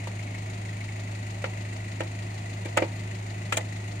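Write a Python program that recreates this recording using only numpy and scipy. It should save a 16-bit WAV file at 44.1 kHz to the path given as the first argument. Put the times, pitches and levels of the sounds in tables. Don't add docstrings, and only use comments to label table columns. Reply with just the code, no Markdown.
import sys
import numpy as np
from scipy import signal
from scipy.fft import rfft, irfft
from scipy.io import wavfile
from scipy.ndimage import uniform_filter1d

SR = 44100
rng = np.random.default_rng(int(sys.argv[2]) if len(sys.argv) > 2 else 0)


def wav_out(sig):
    wavfile.write(sys.argv[1], SR, np.round(np.clip(np.atleast_2d(sig).T, -1, 1) * 32767).astype(np.int16))


N = 176400
TIME_S = np.arange(N) / SR
EARS = np.array([[1], [-1]])


def curve(table, column=1):
    columns = np.array(table, float).T
    bin_hz = np.arange(N // 2 + 1) * SR / N
    return np.interp(np.log(bin_hz + 1e-9), np.log(columns[0]), columns[column])


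def noise(spectrum, place):
    mid, side = rfft(rng.standard_normal((2, N)))
    coherence = np.clip(curve(place, column=2), 0, 1)
    both = mid * np.sqrt(1 + coherence) + EARS * side * np.sqrt(1 - coherence)
    gain = undb(curve(spectrum) + EARS * curve(place) / 2)
    phase_shift = np.exp(.5j * EARS * curve(place, column=3))
    stereo = irfft(both * gain * phase_shift, N)
    return stereo / stereo.std()


def undb(db):
    return 10 ** (np.asarray(db) / 20)


def drift(rate_hz):
    width = int(SR / rate_hz)
    steps = np.repeat(rng.standard_normal(400), width)[:N]
    slow = uniform_filter1d(uniform_filter1d(steps, width), width)
    return slow / slow.std()


def fade(age, t60):
    return np.exp(-np.log(1000) * np.maximum(age, 0) / t60)


def impact(age, rise, t60, tail_db=-35, tail_t60_s=.25):
    decay = fade(age - rise, t60) + undb(tail_db) * fade(age - rise, tail_t60_s)
    return np.clip(age / rise, 0, 1) ** 2 * decay


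def ring(age, rise, hz, t60, detune=0.0046, right_lead_rad=0.56):
    angle = 2 * np.pi * hz * (1 + detune * rng.standard_normal()) * (age - rise / 2)
    envelope = np.clip(age / rise, 0, 1) ** 2 * fade(age - rise, t60)
    return envelope * np.sin(angle + np.array([[0], [right_lead_rad]]))


# multiple_of_firing_rate, rms_level_db
EXHAUST_HARMONICS = [(2, -56), (3, -56.5), (4, -34.5), (6, -53.5), (7, -50), (10, -56.5)]
def exhaust_hum(cycles):
    out, strongest_db = 0, max(db for _, db in EXHAUST_HARMONICS)
    for order, db in EXHAUST_HARMONICS:
        waver_db = (0.17 if db == strongest_db else 0.5) * drift(rate_hz=7.5)
        out += np.sqrt(2) * undb(db + waver_db) * np.sin(2 * np.pi * (order * cycles + rng.random()))
    return out


# frequency_hz, left_minus_right_db, coherence, left_lead_rad
ENGINE_PLACE = [(163, 0.5, 1, 0), (370, -2, 0.92, 0.5), (416, -11, 0.1, -1.2), (530, 2, .2, -1),
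                (670, -1.5, 0.85, 1.97), (725, -1, 0.37, 1.5), (987, 3.5, 0.84, 4), (1160, -1, 0.23, 3),
                (1517, 2, 0.76, 4.5), (1982, 3.5, 0.84, -1.5), (2640, 4.5, 0.17, -1.04),
                (4100, 8, 0.088, -2), (5400, 4.5, 0.12, -0.5), (7130, 13.5, 0.44, 2.5),
                (8070, -5, 0.066, 2.5), (9000, -9.5, .1, -2.5), (11000, -1.5, 0.083, -1)]
# frequency_hz, relative_density_db
RUMBLE_SPECTRUM = [(20, -17), (60, -11), (115, 0.5), (190, 0), (290, -4), (370, -1), (420, -13.5),
                   (470, -4.5), (520, -16.5), (580, -5), (690, -2), (760, -6.5), (880, -5.5), (1150, -14.5),
                   (1550, -13.5), (2500, -12), (12000, -61.5)]
def exhaust_rumble():
    return undb(-42.5) * noise(RUMBLE_SPECTRUM, ENGINE_PLACE)


FIRING_HZ, STROKE_RISE_S = 26.04, 0.0054
SURGE_DB = [0, 3, 1.5, -1]
def strokes(cycles, decay_s, floor, scatter_db):
    count = np.maximum(cycles, 0).astype(int)
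    age = cycles % 1 / FIRING_HZ
    surge_db = np.array(SURGE_DB)[count % len(SURGE_DB)]
    strength = undb(surge_db + scatter_db * rng.standard_normal(128)[count])
    burst = np.minimum(age / STROKE_RISE_S, 1) * np.exp(-np.maximum(age - STROKE_RISE_S, 0) / decay_s)
    envelope = floor + strength * burst
    return envelope / np.sqrt(np.mean(envelope ** 2))


# frequency_hz, relative_density_db
RASP_SPECTRUM = [(1500, -13), (3000, -8.5), (3700, 0.5), (4200, 2.5), (5500, -4), (6400, -1), (6700, 2),
                 (7300, 0), (7750, -3), (8750, -2), (9700, -12), (12500, -15.5), (15500, -22.5)]
def engine_rasp(cycles):
    envelope = strokes(cycles, decay_s=.012, floor=0.96, scatter_db=.5)
    return undb(-51.5) * noise(RASP_SPECTRUM, ENGINE_PLACE) * envelope


# frequency_hz, relative_density_db
TICK_SPECTRUM = [(2600, 1.5), (4400, 1.5), (5900, -3.5), (15000, -40)]
def engine_tick(cycles, first_cycle=1.857):
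    age = (cycles - first_cycle) % len(SURGE_DB) / FIRING_HZ
    return undb(-45.5) * noise(TICK_SPECTRUM, ENGINE_PLACE) * impact(age, STROKE_RISE_S, t60=0.092)


# frequency_hz, relative_density_db
COVER_SPECTRUM = [(900, -25), (1650, -10.5), (1980, 5), (2100, 2), (2220, -3.5), (2450, -1), (2850, -5),
                  (3300, -32), (12000, -58)]
def cover_clatter(cycles, return_db=-6.5):
    firing, back = (strokes(cycles + lead, decay_s=0.008, floor=0.38, scatter_db=2.2) for lead in (0, .5))
    return undb(-50.5) * noise(COVER_SPECTRUM, ENGINE_PLACE) * np.hypot(firing, undb(return_db) * back)


# pitch_hz, early_level_db, late_level_db, t60_s
COVER_MODES = [(2000, -48.5, -44, 0.11), (2220, -42, -48.5, 0.079)]
def cover_pings(cycles, change_s=(0.82, 1.6), detune=0.014, scatter_db=2.2, pan_db=-1):
    count = np.maximum(cycles, 0).astype(int)
    phase = cycles % 1
    age = phase / FIRING_HZ
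    gate = np.minimum(age / STROKE_RISE_S, 1) * np.minimum((1 - phase) * 10, 1)
    out = 0
    for hz, early_db, late_db, t60 in COVER_MODES:
        db = np.interp(TIME_S, change_s, (early_db, late_db))
        pitch, strength, offset = rng.standard_normal((128, 3))[count].T
        angle = 2 * np.pi * (hz * (1 + detune * pitch) * age + offset)
        tone = np.sin(angle + np.array([[0], [1]]))
        out += undb(db + scatter_db * strength) * fade(age, t60) * tone
    return out * gate * undb(EARS * pan_db / 2)


# start_s, level_db
RATTLES = [(0.191, -39), (.272, -40.5), (0.346, -35), (.654, -43), (.808, -38), (.885, -36.5), (3.880, -44)]
def cover_rattles(pitch_hz=2185, t60_s=0.057):
    clatter = noise(COVER_SPECTRUM, ENGINE_PLACE)
    out = 0
    for start, db in RATTLES:
        age = TIME_S - start
        tone = ring(age, STROKE_RISE_S, pitch_hz, t60_s)
        out += undb(db) * (tone + .5 * clatter * impact(age, STROKE_RISE_S, t60_s))
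    return out


def engine(speed_wander=.0008, first_firing_s=-.0036):
    speed = 1 + speed_wander * drift(rate_hz=5.5)
    cycles = FIRING_HZ * (np.cumsum(speed) / SR - first_firing_s)
    return (cover_clatter(cycles) + exhaust_rumble() + exhaust_hum(cycles)
            + cover_pings(cycles) + engine_rasp(cycles) + engine_tick(cycles))


# frequency_hz, left_minus_right_db, coherence, left_lead_rad
CABINET_PLACE = [(200, 4.5, .98, 0.5), (576, -2.5, 0.45, -0.75), (870, -15.5, 0.21, -2),
                 (1130, 7, 0.23, -1.25), (1700, 5, 1, 2.1), (2330, 4, 0.35, -3.3), (7340, 4, 0.091, -1.9),
                 (8900, -9, 0.15, 0.3), (14500, 0, 0.32, -8.5)]
# frequency_hz, relative_density_db
TIP_SPECTRUM = [(1500, -23), (3200, 9.5), (4200, -2), (5300, -6), (6300, 4.5), (7400, 10.5), (8000, 4.5),
                (9000, 2.5), (9900, -8), (11300, -5), (12700, -15), (14500, -10), (16000, -16)]
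# start_s, length_s, level_db
SCRAPES = [(3.523, 0.034, -42), (3.559, .014, -42)]
def tip_scrapes(grains_per_s=900, scatter_db=3):
    swells = sum(undb(db) * np.sin(np.pi * np.clip((TIME_S - start) / length, 0, 1))
                 for start, length, db in SCRAPES)
    grain = np.interp(TIME_S, np.arange(N) / grains_per_s, undb(scatter_db * rng.standard_normal(N)))
    return swells * grain * noise(TIP_SPECTRUM, CABINET_PLACE)


# pitch_hz, relative_level_db, t60_s
CABINET_MODES = [(330, -9, 0.15), (464.6, -13, 0.13), (527, -2.5, 0.079), (577, -3.5, 0.052),
                 (930, -16, 0.12), (1807, -18, 0.056), (2340, -8, 0.034)]
def cabinet_ring(age, rise, modes=CABINET_MODES):
    place_hz, lean_db = np.array(CABINET_PLACE).T[:2]
    return sum(undb(db + EARS * np.interp(hz, place_hz, lean_db) / 2) * ring(age, rise, hz, t60)
               for hz, db, t60 in modes)


# frequency_hz, relative_density_db
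THUD_SPECTRUM = [(60, -35), (260, -7.5), (340, -0.5), (410, -4.5), (540, 5), (660, 2), (760, -3.5),
                 (890, -2.5), (1080, -10), (6000, -59)]
# frequency_hz, relative_density_db
CLACK_SPECTRUM = [(150, -60), (1080, -8.5), (1290, -5.5), (1600, -4), (1850, -3), (2050, -2), (2350, -2),
                  (2900, -7), (3300, -13), (4500, -18.5), (15000, -53)]
# start_s, rise_s, cabinet_db, thud_db, clack_db, snap_db, part_pitch_hz, part_db
KNOCKS = [(0.0695, 0.0036, -40, -42, -39.5, -44, 955, -37.5),
          (1.4385, 0.004, -27, -31, -28.5, -47, 1375, -28),
          (2.001, 0.0064, -26.5, -29.5, -29, -39.5, 1840, -31),
          (2.652, 0.00686, -34, -42, -37, -43, 330, -29), (2.763, 0.0065, -38, -34, -34, -53, 510, -39),
          (2.7705, 0.00292, -19, -38, -28.5, -24, 860, -22),
          (2.7745, 0.00254, -30, -24, -24, -52, 1290, -18.5),
          (2.818, 0.00588, -18, -29.5, -28.5, -46, 332, -21.5),
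          (3.5207, 0.0048, -54, -30.5, -20.5, -27, 1330, -31),
          (3.5675, 0.004, -54, -42, -35.5, -23.5, 2390, -26),
          (3.573, 0.0016, -29, -31.5, -31, -27.5, 625, -17.5)]
def screwdriver_knocks(thud_t60_s=0.15, clack_t60_s=0.076, snap_t60_s=0.037, part_t60_s=0.034):
    thud, clack, snap = (noise(spectrum, CABINET_PLACE)
                         for spectrum in (THUD_SPECTRUM, CLACK_SPECTRUM, TIP_SPECTRUM))
    out = np.zeros((2, N))
    for start, rise, cabinet_db, thud_db, clack_db, snap_db, part_hz, part_db in KNOCKS:
        span = slice(int(start * SR), int(start * SR) + SR // 2)
        age = TIME_S[span] - start
        out[:, span] += undb(cabinet_db) * cabinet_ring(age, rise)
        out[:, span] += cabinet_ring(age, rise, modes=[(part_hz, part_db, part_t60_s)])
        out[:, span] += undb(thud_db) * thud[:, span] * impact(age, rise, thud_t60_s)
        out[:, span] += undb(clack_db) * clack[:, span] * impact(age, rise, clack_t60_s)
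        out[:, span] += undb(snap_db) * snap[:, span] * impact(age, rise, snap_t60_s)
    return out


def scene():
    return engine() + cover_rattles() + screwdriver_knocks() + tip_scrapes()


def record(dry):
    return signal.sosfilt(signal.ellip(10, .2, 80, 15800, fs=SR, output="sos"), dry)


dry = scene()
out = record(dry)
wav_out(out)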